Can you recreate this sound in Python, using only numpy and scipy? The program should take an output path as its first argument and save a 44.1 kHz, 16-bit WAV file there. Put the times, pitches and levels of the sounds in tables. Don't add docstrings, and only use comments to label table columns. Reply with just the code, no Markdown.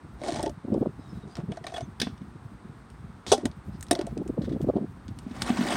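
import sys
import numpy as np
from scipy import signal
from scipy.fft import rfft, irfft
from scipy.io import wavfile
from scipy.ndimage import uniform_filter1d

SR = 44100
rng = np.random.default_rng(int(sys.argv[2]) if len(sys.argv) > 2 else 0)


def to_wav(s):
    ch = np.atleast_2d(s).T
    pcm = np.round(np.clip(ch, -1, 1) * 32767)
    wavfile.write(sys.argv[1], SR, pcm.astype(np.int16))


N = 254016
AGE = np.arange(SR // 4) / SR


# (frequency [Hz], density [dB per Hz])
STREET = [(120, -30.5), (200, -0.5), (236, -5.5), (334, -6.5), (569, -16.5), (836, -11.5), (1270, -12),
          (2960, -30), (3690, -29.5), (7410, -40), (8580, -31), (10300, -47), (14300, -58), (16000, -91.5)]
# (time [s], rumble level [dB])
BREEZE = [(0.0, -49), (0.39, -43.5), (0.68, -49), (0.81, -41.5), (1.74, -48.5), (4.04, -44), (4.56, -39.5),
          (4.69, -40), (4.92, -45.5), (5.2, -47)]
# (frequency [Hz], density [dB per Hz])
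RUMBLE = [(20, -50.5), (40, -8.5), (65, 3), (120, -0.5), (200, -5.5), (300, -13.5), (500, -36.5),
          (1200, -56)]
# (start [s], length [s], level [dB], central shaking rate [Hz])
GUSTS = [(0.651, 0, -30.5, 233.6), (0.685, 0, -27.5, 409.4), (0.705, 0, -27, 273),
         (0.724, 0.0085, -19, 299.7), (0.748, 0.031, -21.5, 346), (0.817, 0, -18, 309.6),
         (0.829, 0, -20.5, 461), (0.861, 0, -25, 405), (0.872, 0, -21, 241), (0.995, 0, -35.5, 229),
         (1.178, 0, -36.5, 127.4), (1.24, 0.036, -36.5, 209), (1.391, 0, -27.5, 201.8),
         (1.441, 0, -29, 170), (1.488, 0.028, -28, 211.4), (1.832, 0.0017, -30, 160.7),
         (3.438, 0.024, -29, 262.8), (3.687, 0.0084, -33, 163), (4.044, 0.011, -31, 246),
         (4.131, 0, -31, 198.5), (4.173, 0.046, -27.5, 299.5), (4.265, 0.000069, -32, 258.5),
         (4.301, 0.0053, -22, 268.5), (4.38, 0, -25, 398.4), (4.391, 0, -19.5, 229.2),
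         (4.417, 0.023, -28.5, 272.4), (4.484, 0, -25, 211), (4.518, 0.048, -24.5, 271.8),
         (4.609, 0, -24, 336), (4.646, 0.001, -22, 239.5), (4.674, 0.0065, -24.5, 237.7),
         (4.69, 0.01, -18, 420.4), (4.739, 0.0027, -30.5, 320), (4.759, 0.01, -18, 332),
         (4.784, 0.00045, -27.5, 445), (4.812, 0.032, -26, 241.4)]
# (frequency [Hz], density [dB per Hz])
SWIRL = [(40, -49), (100, -3), (200, 7.5), (350, -0.5), (550, -4), (800, -16), (1100, -30), (1600, -54),
         (3000, -44), (12000, -72)]
# (time [s], level [dB], sparkle re click [dB])
CLICKS = [(0.741, -38.5, -11), (1.354, -29, -21), (1.368, -30, -17), (2.178, -45.5, -17), (2.901, -42, -8),
          (3.265, -24, -25), (3.4665, -35.5, -14), (3.514, -40, -20), (3.809, -31.5, 11), (3.827, -25, 4),
          (3.867, -40, -10), (3.884, -36.5, -16), (4.1762, -34.5, -10.5), (4.277, -35, -6.5),
          (4.6152, -37, -7), (5.081, -36, -14), (5.1877, -32, -8), (5.4202, -13, -7.5)]
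# (frequency [Hz], density [dB per Hz])
CLICK_SHELL = [(300, -0.5), (1000, -4.5), (2400, -6), (3400, -2.5), (5400, -4.5), (7000, -9), (8800, -3.5),
               (10500, -20.5), (16000, -31.5)]
# (start [s], length [s], start pitch [Hz], end pitch [Hz], level [dB])
SQUEAKS = [(0.954, 0.18, 4010, 3670, -67), (0.96, 0.11, 5150, 4980, -71), (1.07, 0.076, 5350, 5150, -63),
           (1.089, 0.114, 5300, 5000, -73), (1.11, 0.13, 3930, 3870, -67),
           (1.212, 0.045, 3830, 3700, -64.5), (1.268, 0.11, 4700, 4900, -66),
           (1.737, 0.023, 3425, 3350, -43.5), (1.756, 0.019, 3380, 3290, -40.5),
           (1.79, 0.08, 3540, 3480, -63), (1.795, 0.084, 6550, 6020, -62.5)]
# (start [s], length [s], level [dB], resonance [Hz])
JAW_SCUFFS = [(3.732, 0.036, -65, 5100), (4.419, 0.002, -49.5, 4067), (4.443, 0.014, -53.5, 3400),
              (4.493, 0.0017, -51.5, 3920), (4.521, 0.002, -56, 3430), (4.526, 0.0027, -60, 4950)]
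# (frequency [Hz], density [dB per Hz])
JAW_TIPS = [(400, -17), (1800, 7.5), (2500, -1), (3600, 3.5), (5200, -0.5), (7000, -9), (9000, -6),
            (10500, -29), (16000, -36)]
# (time [s], crack [dB], boom [dB], top of the contact [Hz])
BIN_BLOWS = [(1.9986, -27.5, -46, 11200), (2.0147, -21, -35, 7040), (2.028, -36, -25, 3020),
             (2.0683, -32.5, -27, 1010), (2.09, -59, -38, 2000), (2.215, -59, -33, 3005),
             (5.086, -57, -30.5, 5030), (5.264, -67, -27, 3000), (5.31, -49, -29.5, 3020),
             (5.4172, -31.5, -38, 5000), (5.501, -30.5, -15.5, 1980), (5.589, -41, -18.5, 2000),
             (5.61, -37, -19, 2000)]
# (frequency [Hz], level [dB], t60 [s])
BIN_MODES = [(156.13, -24.5, 0.55), (205.24, -5, 0.18), (234.5, 9, 0.081), (272, -12, 0.06),
             (340, -32, 0.05), (625, -26, 0.11), (704, -24, 0.09), (774, -23, 0.09)]
# (frequency [Hz], level [dB], t60 [s])
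RIM_MODES = [(3280, -8, 0.09), (3470, 4, 0.16), (3830, -6, 0.079), (5500, -2, 0.07)]
# (frequency [Hz], density [dB per Hz])
BIN_SHELL = [(200, 1), (700, 0.5), (1300, -5), (1800, 1), (2300, -0.5), (3300, 5), (4500, 3.5), (5600, 1),
             (7300, -11.5), (9000, -6), (10500, -17), (16000, -11)]
# (frequency [Hz], density [dB per Hz])
GRIT = [(240, -25), (450, -10.5), (570, 5.5), (626, 0.5), (777, -6), (900, -1), (1180, -8), (1960, -7.5),
        (2630, -15.5), (3690, -16), (7630, -23.5), (8500, -16.5), (10500, -31.5), (16000, -61)]
# (time [s], level [dB])
STONES = [(5.364, -41.5), (5.4763, -33.5), (5.491, -29.5), (5.5708, -32.5), (5.634, -37), (5.6675, -34.5),
          (5.7174, -29.5), (5.753, -30)]
# (frequency [Hz], density [dB per Hz])
STONE_SHELL = [(300, -8.5), (750, 7.5), (1300, -1.5), (2000, -5), (2800, -8), (3600, -12.5), (7000, -14),
               (8800, -9), (10500, -24), (16000, -42)]
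# (start [s], length [s], rub level [dB], share that reaches the hollow [dB])
TOY_SLIDES = [(0.251, 0.14, -39.5, -6.5), (0.403, 0.052, -45.5, 1), (1.03, 0.19, -62, -16),
              (1.276, 0.057, -58, -19), (1.376, 0.03, -57, 19), (1.522, 0.05, -57, -1),
              (1.649, 0.061, -53, -6), (1.737, 0.037, -45.5, -14), (1.79, 0.027, -52.5, -13),
              (3.338, 0.077, -54, 6), (3.922, 0.093, -57.5, 13.5), (4.0, 0.11, -60, 12.5)]
# (frequency [Hz], density [dB per Hz])
TOY_WALLS = [(150, -16.5), (260, 0.5), (370, 6.5), (470, -14), (600, 0), (850, -5), (1150, -20.5),
             (3000, -43.5), (12000, -67.5)]
# (frequency [Hz], density [dB per Hz])
TOY_SHELL = [(200, 3.5), (700, 14), (1250, 0.5), (1900, 2.5), (2600, -5), (3400, 0.5), (4600, -3),
             (5700, -3), (7200, -7.5), (9000, -3.5), (10500, -17), (16000, -29)]
# (frequency [Hz], level [dB], t60 [s])
TOY_MODES = [(288, -7.5, 0.09), (346.4, 2.5, 0.08), (397.5, -1.5, 0.07), (554, 0, 0.07),
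             (590.3, 4.5, 0.079), (682.5, 1.5, 0.071), (806, -4.5, 0.05), (880, -3.5, 0.075)]
# (time [s], crack [dB], thud [dB], hollow ring [dB],
# favoured mode [Hz], sparkle re crack [dB])
TOY_KNOCKS = [(0.2157, -34.5, -33, -34, 590, -26), (0.2356, -27.5, -40, -35, 660, -14),
              (0.2505, -36, -39, -42, 620, -22), (0.2615, -29, -40, -36, 600, -14),
              (0.2764, -28, -35, -36, 603, -15), (0.2821, -22, -31, -33, 710, -15),
              (0.2866, -26, -28.5, -28.5, 490, -17), (0.3215, -26, -27, -39, 790, -13),
              (0.3435, -27, -45, -40, 604, -13), (0.3592, -20, -35, -48, 647, -19),
              (0.3684, -28, -26, -36, 600, -21), (0.394, -28, -34, -27.5, 770, -18),
              (0.4281, -22, -30, -37, 650, 3), (0.4344, -28.5, -21.5, -27.5, 670, -22),
              (0.4607, -24.5, -28, -32, 597, -17), (0.4644, -38, -28, -26, 604, -15),
              (0.477, -31.5, -29, -36, 700, -18), (0.4946, -33.5, -31, -38, 604, -6.5),
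              (3.3784, -28.5, -33, -31, 445, -14), (3.9232, -29, -22, -24, 452, -12),
              (3.929, -22, -43, -28.5, 604, -5), (3.9514, -20.5, -42, -33, 600, -13),
              (3.959, -32, -47, -31.5, 600, -14), (3.99, -27, -18, -30.5, 530, -17),
              (4.0118, -25.5, -24.5, -40, 593.5, -17), (4.0675, -30, -37, -32, 626, -5.5)]
# (time [s], crack [dB], sparkle re crack [dB],
# thud [dB], thud pitch [Hz], ping [dB], ping pitch [Hz])
TOY_LANDINGS = [(3.4533, -29, -7, -18.5, 233, -47.5, 3080), (3.9099, -16.5, -6, -17, 279, -31, 3800)]
# (time [s], clack [dB], favoured frequency [Hz], ring of the air [dB])
LID_TAPS = [(1.5175, -41.5, 2530, -40), (1.570, -42.5, 1310, -36.5), (1.640, -41, 1900, -37.5),
            (1.666, -32, 2110, -45), (1.681, -44, 3750, -43), (1.696, -50, 2550, -45),
            (1.719, -46, 1250, -39), (1.7395, -37, 2700, -34.5), (1.7629, -37, 1600, -41),
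            (1.768, -37, 2650, -47), (1.7785, -38.5, 1550, -32.5), (1.806, -40, 2650, -35)]
# (frequency [Hz], level [dB], t60 [s])
OPEN_BOX_MODES = [(661, -10, 0.053), (694.5, 1, 0.034), (730, -8, 0.019)]
# (time [s], crack [dB], ring of the box [dB])
LID_BOUNCES = [(3.3175, -16.5, -12), (3.3222, -15.5, -21), (3.3255, -29.5, -20.5), (3.3315, -25, -20.5),
               (3.3375, -30.5, -32), (3.344, -36.5, -43.5)]
# (frequency [Hz], level [dB], t60 [s])
LID_MODES = [(244, -23, 0.39), (398.5, -25, 0.1), (424, 3.5, 0.065), (465.5, 5, 0.053), (571.4, 0.5, 0.072),
             (681, -5, 0.067), (737, 2.5, 0.059), (788, -2, 0.077), (892, -6, 0.0502)]
# (frequency [Hz], level [dB], t60 [s])
LID_PINGS = [(1370, 8.5, 0.06), (3337, -1.5, 0.042), (3340, 5, 0.068), (3855, 5.5, 0.026), (4100, 2, 0.038),
             (4525, 0, .05), (5090, 5.5, 0.059), (5761, -1, 0.0523), (5810, 9.5, 0.05), (8540, -1.5, 0.066)]
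# (frequency [Hz], density [dB per Hz])
LID_SHELL = [(200, -1.5), (900, 7.5), (1300, -9.5), (2700, -11), (3400, 3.5), (4100, -3), (4600, -4),
             (5700, -1.5), (7000, -8.5), (9000, -5.5), (10500, -21.5), (16000, -37.5)]
# (frequency [Hz], density [dB per Hz])
HINGE_RUB = [(300, 8), (1000, -2), (2600, -8.5), (3700, 6), (5000, -2), (6500, -4), (9000, -6),
             (10500, -22.5), (16000, -31.5)]

STREET_DB = -53.5
EDDY_GAP_S = 0.016
STRAY_EDDY_DB, STRAY_EDDY_HZ = 9.5, 159.5
GRIP_DAMPING = 0.53
KNOCK_T60_S = 0.014
MODE_FOCUS_DB = 21
WALL_LAG_S = 0.0018
AIR_LAG_S = 0.00289
LID_SWING_S, LID_SWING_DB = 3.2645, -38.5
SWELL_DB, SWELL_SHARE, RUB_FALL_DB_PER_S = 30, 0.56, 750
DRAG_START_S, DRAG_RISE_S = 5.222, 0.26
DRAG_START_DB, DRAG_DB, DRAG_GAIN_DB_PER_S = -62, -40, 18.5
GRIT_UNEVEN_DB = 3
CUTOFF_HZ = 16300


def from_db(db):
    return 10 ** (np.asarray(db) / 20)


def rms_one(x):
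    return x / np.sqrt(np.mean(x ** 2) + 1e-20)


def peak_one(x):
    return x / np.sqrt(uniform_filter1d(x ** 2, size=176).max() + 1e-20)


def fade(t60):
    return np.exp(-np.log(1000) * AGE / max(t60, 1e-3))


def in_time(rows):
    s, *columns = np.transpose(rows)
    return [np.interp(np.arange(N) / SR, s, column) for column in columns]


def add(out, s, sound):
    at = max(round(s * SR), 0)
    out[at:at + len(sound)] += sound[:N - at]


def drift(rate):
    knots = rng.standard_normal(int(N / SR * rate) + 2)
    return rms_one(np.interp(np.arange(N) / SR * rate, np.arange(len(knots)), knots))


def colour(x, spectrum, size=2048):
    hz, db = np.transpose(spectrum)
    grid = np.maximum(np.arange(size // 2 + 1) * SR / size, 1)
    cepstrum = irfft(np.log(from_db(np.interp(np.log(grid), np.log(hz), db))))
    cepstrum[1:size // 2] *= 2
    cepstrum[size // 2 + 1:] = 0
    return signal.oaconvolve(x, irfft(np.exp(rfft(cepstrum))))[:len(x)]


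def emphasise(x, hz, lift_db, q):
    return x + (from_db(lift_db) - 1) * signal.lfilter(*signal.iirpeak(hz, q, fs=SR), x)


def patches(patchy_db):
    hz = np.geomspace(500, 12000, num=26)
    return np.transpose([hz, patchy_db * np.clip(rng.standard_normal(len(hz)), -2, 2)])


def ring(modes, rise_s, spread_db):
    out = np.zeros(len(AGE))
    for hz, db, t60 in modes:
        strength = from_db(db + spread_db * rng.standard_normal())
        out += strength * fade(t60) * np.sin(2 * np.pi * hz * AGE)
    return peak_one(out * (1 - np.exp(-AGE / rise_s)))


def crack(shell, t60, sparkle_db, tail_db, tail_t60, rise_s):
    attack = rng.standard_normal(len(AGE)) * (1 - np.exp(-(AGE / rise_s) ** 2))
    direct = colour(attack * fade(t60), patches(patchy_db=3.5))
    burst = colour(direct + from_db(tail_db) * attack * fade(tail_t60), shell)
    top = signal.sosfilt(signal.butter(2, 7000, "high", fs=SR, output="sos"), burst)
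    top_db = 10 * np.log10(np.sum(top ** 2) / np.sum(burst ** 2))
    lift_db = np.clip(sparkle_db - top_db, -12, 12)
    return peak_one(colour(burst, [(5000, 0), (8500, lift_db), (11000, 0.94 * lift_db)], size=256))


def thud(hz, t60):
    return peak_one(np.sin(2 * np.pi * hz * AGE) * fade(t60) * (1 - np.exp(-AGE * hz)))


def grains(per_s, size_db, smooth_db):
    sizes = from_db(size_db * np.minimum(rng.exponential(1, N), 4)) * rng.choice([-1, 1], N)
    plucks = rms_one(sizes * (rng.random(N) < per_s / SR))
    return rms_one(plucks + from_db(smooth_db) * rng.standard_normal(N))


def resonate(force, modes):
    response = sum(from_db(db) * fade(t60) * np.cos(2 * np.pi * hz * AGE) for hz, db, t60 in modes)
    return rms_one(signal.fftconvolve(force, response)[:N])


def scratches(start, end, shell, per_s, size_db, t60, patchy_db):
    out = np.zeros(N)
    for s in np.arange(start, end, 1 / per_s):
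        burst = (rng.standard_normal(len(AGE)) * fade(t60))[:SR // 20]
        burst = colour(colour(burst, shell, size=1024), patches(patchy_db), size=1024)
        unit_power = np.sqrt(SR / per_s / np.sum(burst ** 2))
        size = from_db(size_db * rng.uniform(-1.0, 1))
        add(out, s - rng.random() / per_s, size * unit_power * burst)
    return out


def stroke(start, length):
    t = np.arange(N) / SR - start
    early, late = np.maximum(-t, 0), np.maximum(t - length, 0)
    gain_db = -SWELL_DB * early / (SWELL_SHARE * length) - RUB_FALL_DB_PER_S * late
    return from_db(np.maximum(gain_db, -200))


def street():
    noise = rms_one(colour(rng.standard_normal(N), STREET))
    return from_db(STREET_DB + 0.18 * drift(1.1)) * noise


def eddies(breeze_db, count=30):
    lone = (np.arange(count) + rng.random(count)) / count * N
    rows = [(at / SR, breeze_db[int(at)] + STRAY_EDDY_DB, STRAY_EDDY_HZ) for at in lone]
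    for start, length, db, hz in GUSTS:
        run = np.linspace(start, start + length, round(abs(length) / EDDY_GAP_S) + 1)
        rows += [(s, db, hz) for s in run]
    s, db, hz = np.transpose(rows)
    return zip(s, db, hz * 2 ** (0.072 * rng.standard_normal(len(rows))))


def wind(cycles=0.62, wander=0.298, skew=0.13, swirl_db=-6, swirl_s=0.0054):
    breeze_db, = in_time(BREEZE)
    lumpy = rng.standard_normal(N) * from_db(4.3 * drift(35))
    out = from_db(breeze_db + 1.5) * rms_one(colour(lumpy, RUMBLE))
    t = np.arange(-SR // 25, SR // 25) / SR
    for s, db, hz in eddies(breeze_db):
        unevenness = np.interp(t * hz, np.arange(-8, 9), rng.uniform(-1.4, 1.1, 17))
        turns = np.cumsum(hz * np.exp(wander * unevenness)) / SR + rng.random()
        shake = np.exp(2j * np.pi * turns) / np.cosh(t * hz / cycles)
        lopsided = peak_one(np.real(shake + skew * shake ** 2))
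        finer = np.array(SWIRL) * [np.sqrt(hz / 300), 1]
        swirl = peak_one(colour(rng.standard_normal(len(t)), finer) / np.cosh(t / swirl_s))
        add(out, s + t[0], from_db(db) * peak_one(lopsided + from_db(swirl_db) * swirl))
    return out


def clicks():
    out = np.zeros(N)
    for s, db, sparkle_db in CLICKS:
        click = crack(CLICK_SHELL, t60=0.0052, sparkle_db=sparkle_db + 4.0,
                      tail_db=-22.5, tail_t60=0.078, rise_s=0.00058)
        add(out, s, from_db(db - 10.5) * click)
    return out


def jaws():
    rub = colour(grains(per_s=3000, size_db=3, smooth_db=-3), JAW_TIPS)
    out = np.zeros(N)
    for s, length, db, hz in JAW_SCUFFS:
        out += from_db(db) * stroke(s, length) * rms_one(emphasise(rub, hz, lift_db=7, q=6.4))
    waver, flutter = 0.017 * drift(900), from_db(1.5 * drift(150))
    for s, length, start_hz, end_hz, db in SQUEAKS:
        size, at = int(length * SR), int(s * SR)
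        hz = np.linspace(start_hz, end_hz, size) * (1 + waver[at:at + size])
        glide = np.sin(2 * np.pi * np.cumsum(hz) / SR)
        add(out, s, from_db(db) * peak_one(np.hanning(size) * flutter[at:at + size] * glide))
    return out


def big_bin():
    out = np.zeros(N)
    held_modes = [(hz, db, t60 * GRIP_DAMPING) for hz, db, t60 in BIN_MODES]
    for s, crack_db, boom_db, contact_hz in BIN_BLOWS:
        rim = crack(BIN_SHELL, t60=0.017, sparkle_db=-3, tail_db=-28.5, tail_t60=0.22, rise_s=0.0027)
        rim = rim + from_db(-18.5) * ring(RIM_MODES, rise_s=0.003, spread_db=2.0)
        softness = signal.butter(2, min(contact_hz, 15000), fs=SR, output="sos")
        add(out, s, from_db(crack_db) * peak_one(signal.sosfilt(softness, rim)))
        add(out, s, from_db(boom_db) * ring(held_modes, rise_s=0.02, spread_db=2.0))
    return out


def bin_drag():
    t = np.arange(N) / SR - DRAG_START_S
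    gathering_db = DRAG_START_DB + (DRAG_DB - DRAG_START_DB) * t / DRAG_RISE_S
    sliding_db = DRAG_DB + DRAG_GAIN_DB_PER_S * (t - DRAG_RISE_S)
    scrape_db = np.minimum(gathering_db, sliding_db)

    force = grains(per_s=4000, size_db=3, smooth_db=-2)
    smooth = from_db(-6.5) * rms_one(colour(force, GRIT))
    grit = scratches(DRAG_START_S, N / SR, GRIT, per_s=360, size_db=5.5, t60=0.032, patchy_db=7)
    grit = from_db(-2.5 + GRIT_UNEVEN_DB * drift(45)) * grit
    drone = resonate(colour(force, [(100, -21), (200, -4)]), BIN_MODES)
    drone = rms_one(drone / np.sqrt(uniform_filter1d(drone ** 2, size=900) + 0.1))
    out = from_db(scrape_db) * (smooth + grit + from_db(4.0) * drone)
    for s, db in STONES:
        stone = crack(STONE_SHELL, t60=0.053, sparkle_db=-19, tail_db=-23, tail_t60=0.12, rise_s=0.001)
        add(out, s, from_db(db) * stone)
    return out


def toy_slide():
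    rub = sum(from_db(db) * stroke(s, length) for s, length, db, _ in TOY_SLIDES)
    hollow = sum(from_db(db + share_db) * stroke(s, length) for s, length, db, share_db in TOY_SLIDES)
    force = grains(per_s=1800, size_db=8.5, smooth_db=1.5)
    catches = scratches(0, TOY_SLIDES[-1][0], TOY_SHELL, per_s=220, size_db=3.0, t60=0.015, patchy_db=1.5)
    shell = from_db(-8.0) * rms_one(colour(force, TOY_SHELL)) + from_db(-1.5) * catches
    shell = colour(shell, [(9000, -1.5), (12000, -14.5), (16000, -16)])
    walls = from_db(-1.5) * rms_one(colour(force, TOY_WALLS))
    ringing = resonate(colour(force, [(2500, -2.7), (12000, -21)]), TOY_MODES)
    return rub * (shell + walls) + from_db(-5.0) * hollow * ringing


def toy_knocks():
    out = np.zeros(N)
    for s, crack_db, thud_db, hollow_db, favoured_hz, sparkle_db in TOY_KNOCKS:
        shell = crack(TOY_SHELL, KNOCK_T60_S, sparkle_db + 1.0, tail_db=-22.5, tail_t60=0.13, rise_s=0.00057)
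        shell = peak_one(emphasise(shell, hz=4380, lift_db=5, q=1.1))
        add(out, s, from_db(crack_db - 10) * shell)
        modes = []
        for hz, db, t60 in TOY_MODES:
            octaves_away = abs(np.log2(hz / favoured_hz))
            modes.append((hz, db - MODE_FOCUS_DB * octaves_away, t60 * GRIP_DAMPING))
        add(out, s, from_db(hollow_db) * ring(modes, rise_s=0.023, spread_db=6.0))
        wall = thud(hz=255 * np.exp(0.17 * rng.standard_normal()), t60=0.02)
        add(out, s + WALL_LAG_S, from_db(thud_db - 5.0) * wall)
    return out


def toy_landings():
    out = np.zeros(N)
    for s, crack_db, sparkle_db, thud_db, thud_hz, ping_db, ping_hz in TOY_LANDINGS:
        shell = crack(TOY_SHELL, t60=0.014, sparkle_db=sparkle_db, tail_db=-25, tail_t60=0.08, rise_s=0.0028)
        add(out, s, from_db(crack_db) * shell)
        hollow = from_db(-12.5) * ring(TOY_MODES, rise_s=0.0017, spread_db=0.5)
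        add(out, s + WALL_LAG_S, from_db(thud_db) * (thud(hz=thud_hz, t60=0.021) + hollow))
        corner = [(ping_hz, 0, 0.04), (ping_hz * 2.26, -11, 0.04)]
        add(out, s, from_db(ping_db) * ring(corner, rise_s=0.014, spread_db=1.5))
    return out


def lid_taps():
    out = np.zeros(N)
    for s, clack_db, clack_hz, air_db in LID_TAPS:
        shell = crack(TOY_SHELL, t60=0.028, sparkle_db=-16.5, tail_db=-22, tail_t60=0.18, rise_s=0.0013)
        add(out, s, from_db(clack_db) * peak_one(emphasise(shell, clack_hz, lift_db=8, q=3.7)))
        add(out, s + AIR_LAG_S, from_db(air_db) * ring(OPEN_BOX_MODES, rise_s=0.014, spread_db=2.0))
    return out


def lid():
    t = np.arange(N) / SR
    friction = grains(per_s=3000, size_db=3, smooth_db=0)
    swinging = np.clip((t - LID_SWING_S) / 0.0046, 0, 1) * (t < LID_BOUNCES[0][0])
    out = from_db(LID_SWING_DB) * swinging * rms_one(colour(friction, HINGE_RUB))
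    for s, crack_db, box_db in LID_BOUNCES:
        shell = crack(LID_SHELL, t60=0.05, sparkle_db=-9, tail_db=-25, tail_t60=0.24, rise_s=0.00013)
        pings = ring(LID_PINGS, rise_s=0.0004, spread_db=2)
        add(out, s, from_db(crack_db) * (shell + from_db(-12.0) * pings))
        add(out, s, from_db(box_db) * ring(LID_MODES, rise_s=0.0058, spread_db=0.5))
    return out


def off_the_kerb(x, delay_s=0.0027, echo_db=-11):
    return x + from_db(echo_db) * np.interp(np.arange(N) - delay_s * SR, np.arange(N), x, left=0)


def scene():
    background = street() + wind()
    grabber = clicks() + jaws()
    large = big_bin() + bin_drag()
    toy = toy_slide() + toy_knocks() + toy_landings() + lid_taps() + lid()
    return (off_the_kerb(grabber + large + toy) + background)[None]


def record(dry):
    thinned = signal.sosfilt(signal.butter(2, 40, "high", fs=SR, output="sos"), dry)
    return signal.sosfilt(signal.ellip(10, 0.1, 90, CUTOFF_HZ, fs=SR, output="sos"), thinned)


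dry = scene()
out = record(dry)
to_wav(out)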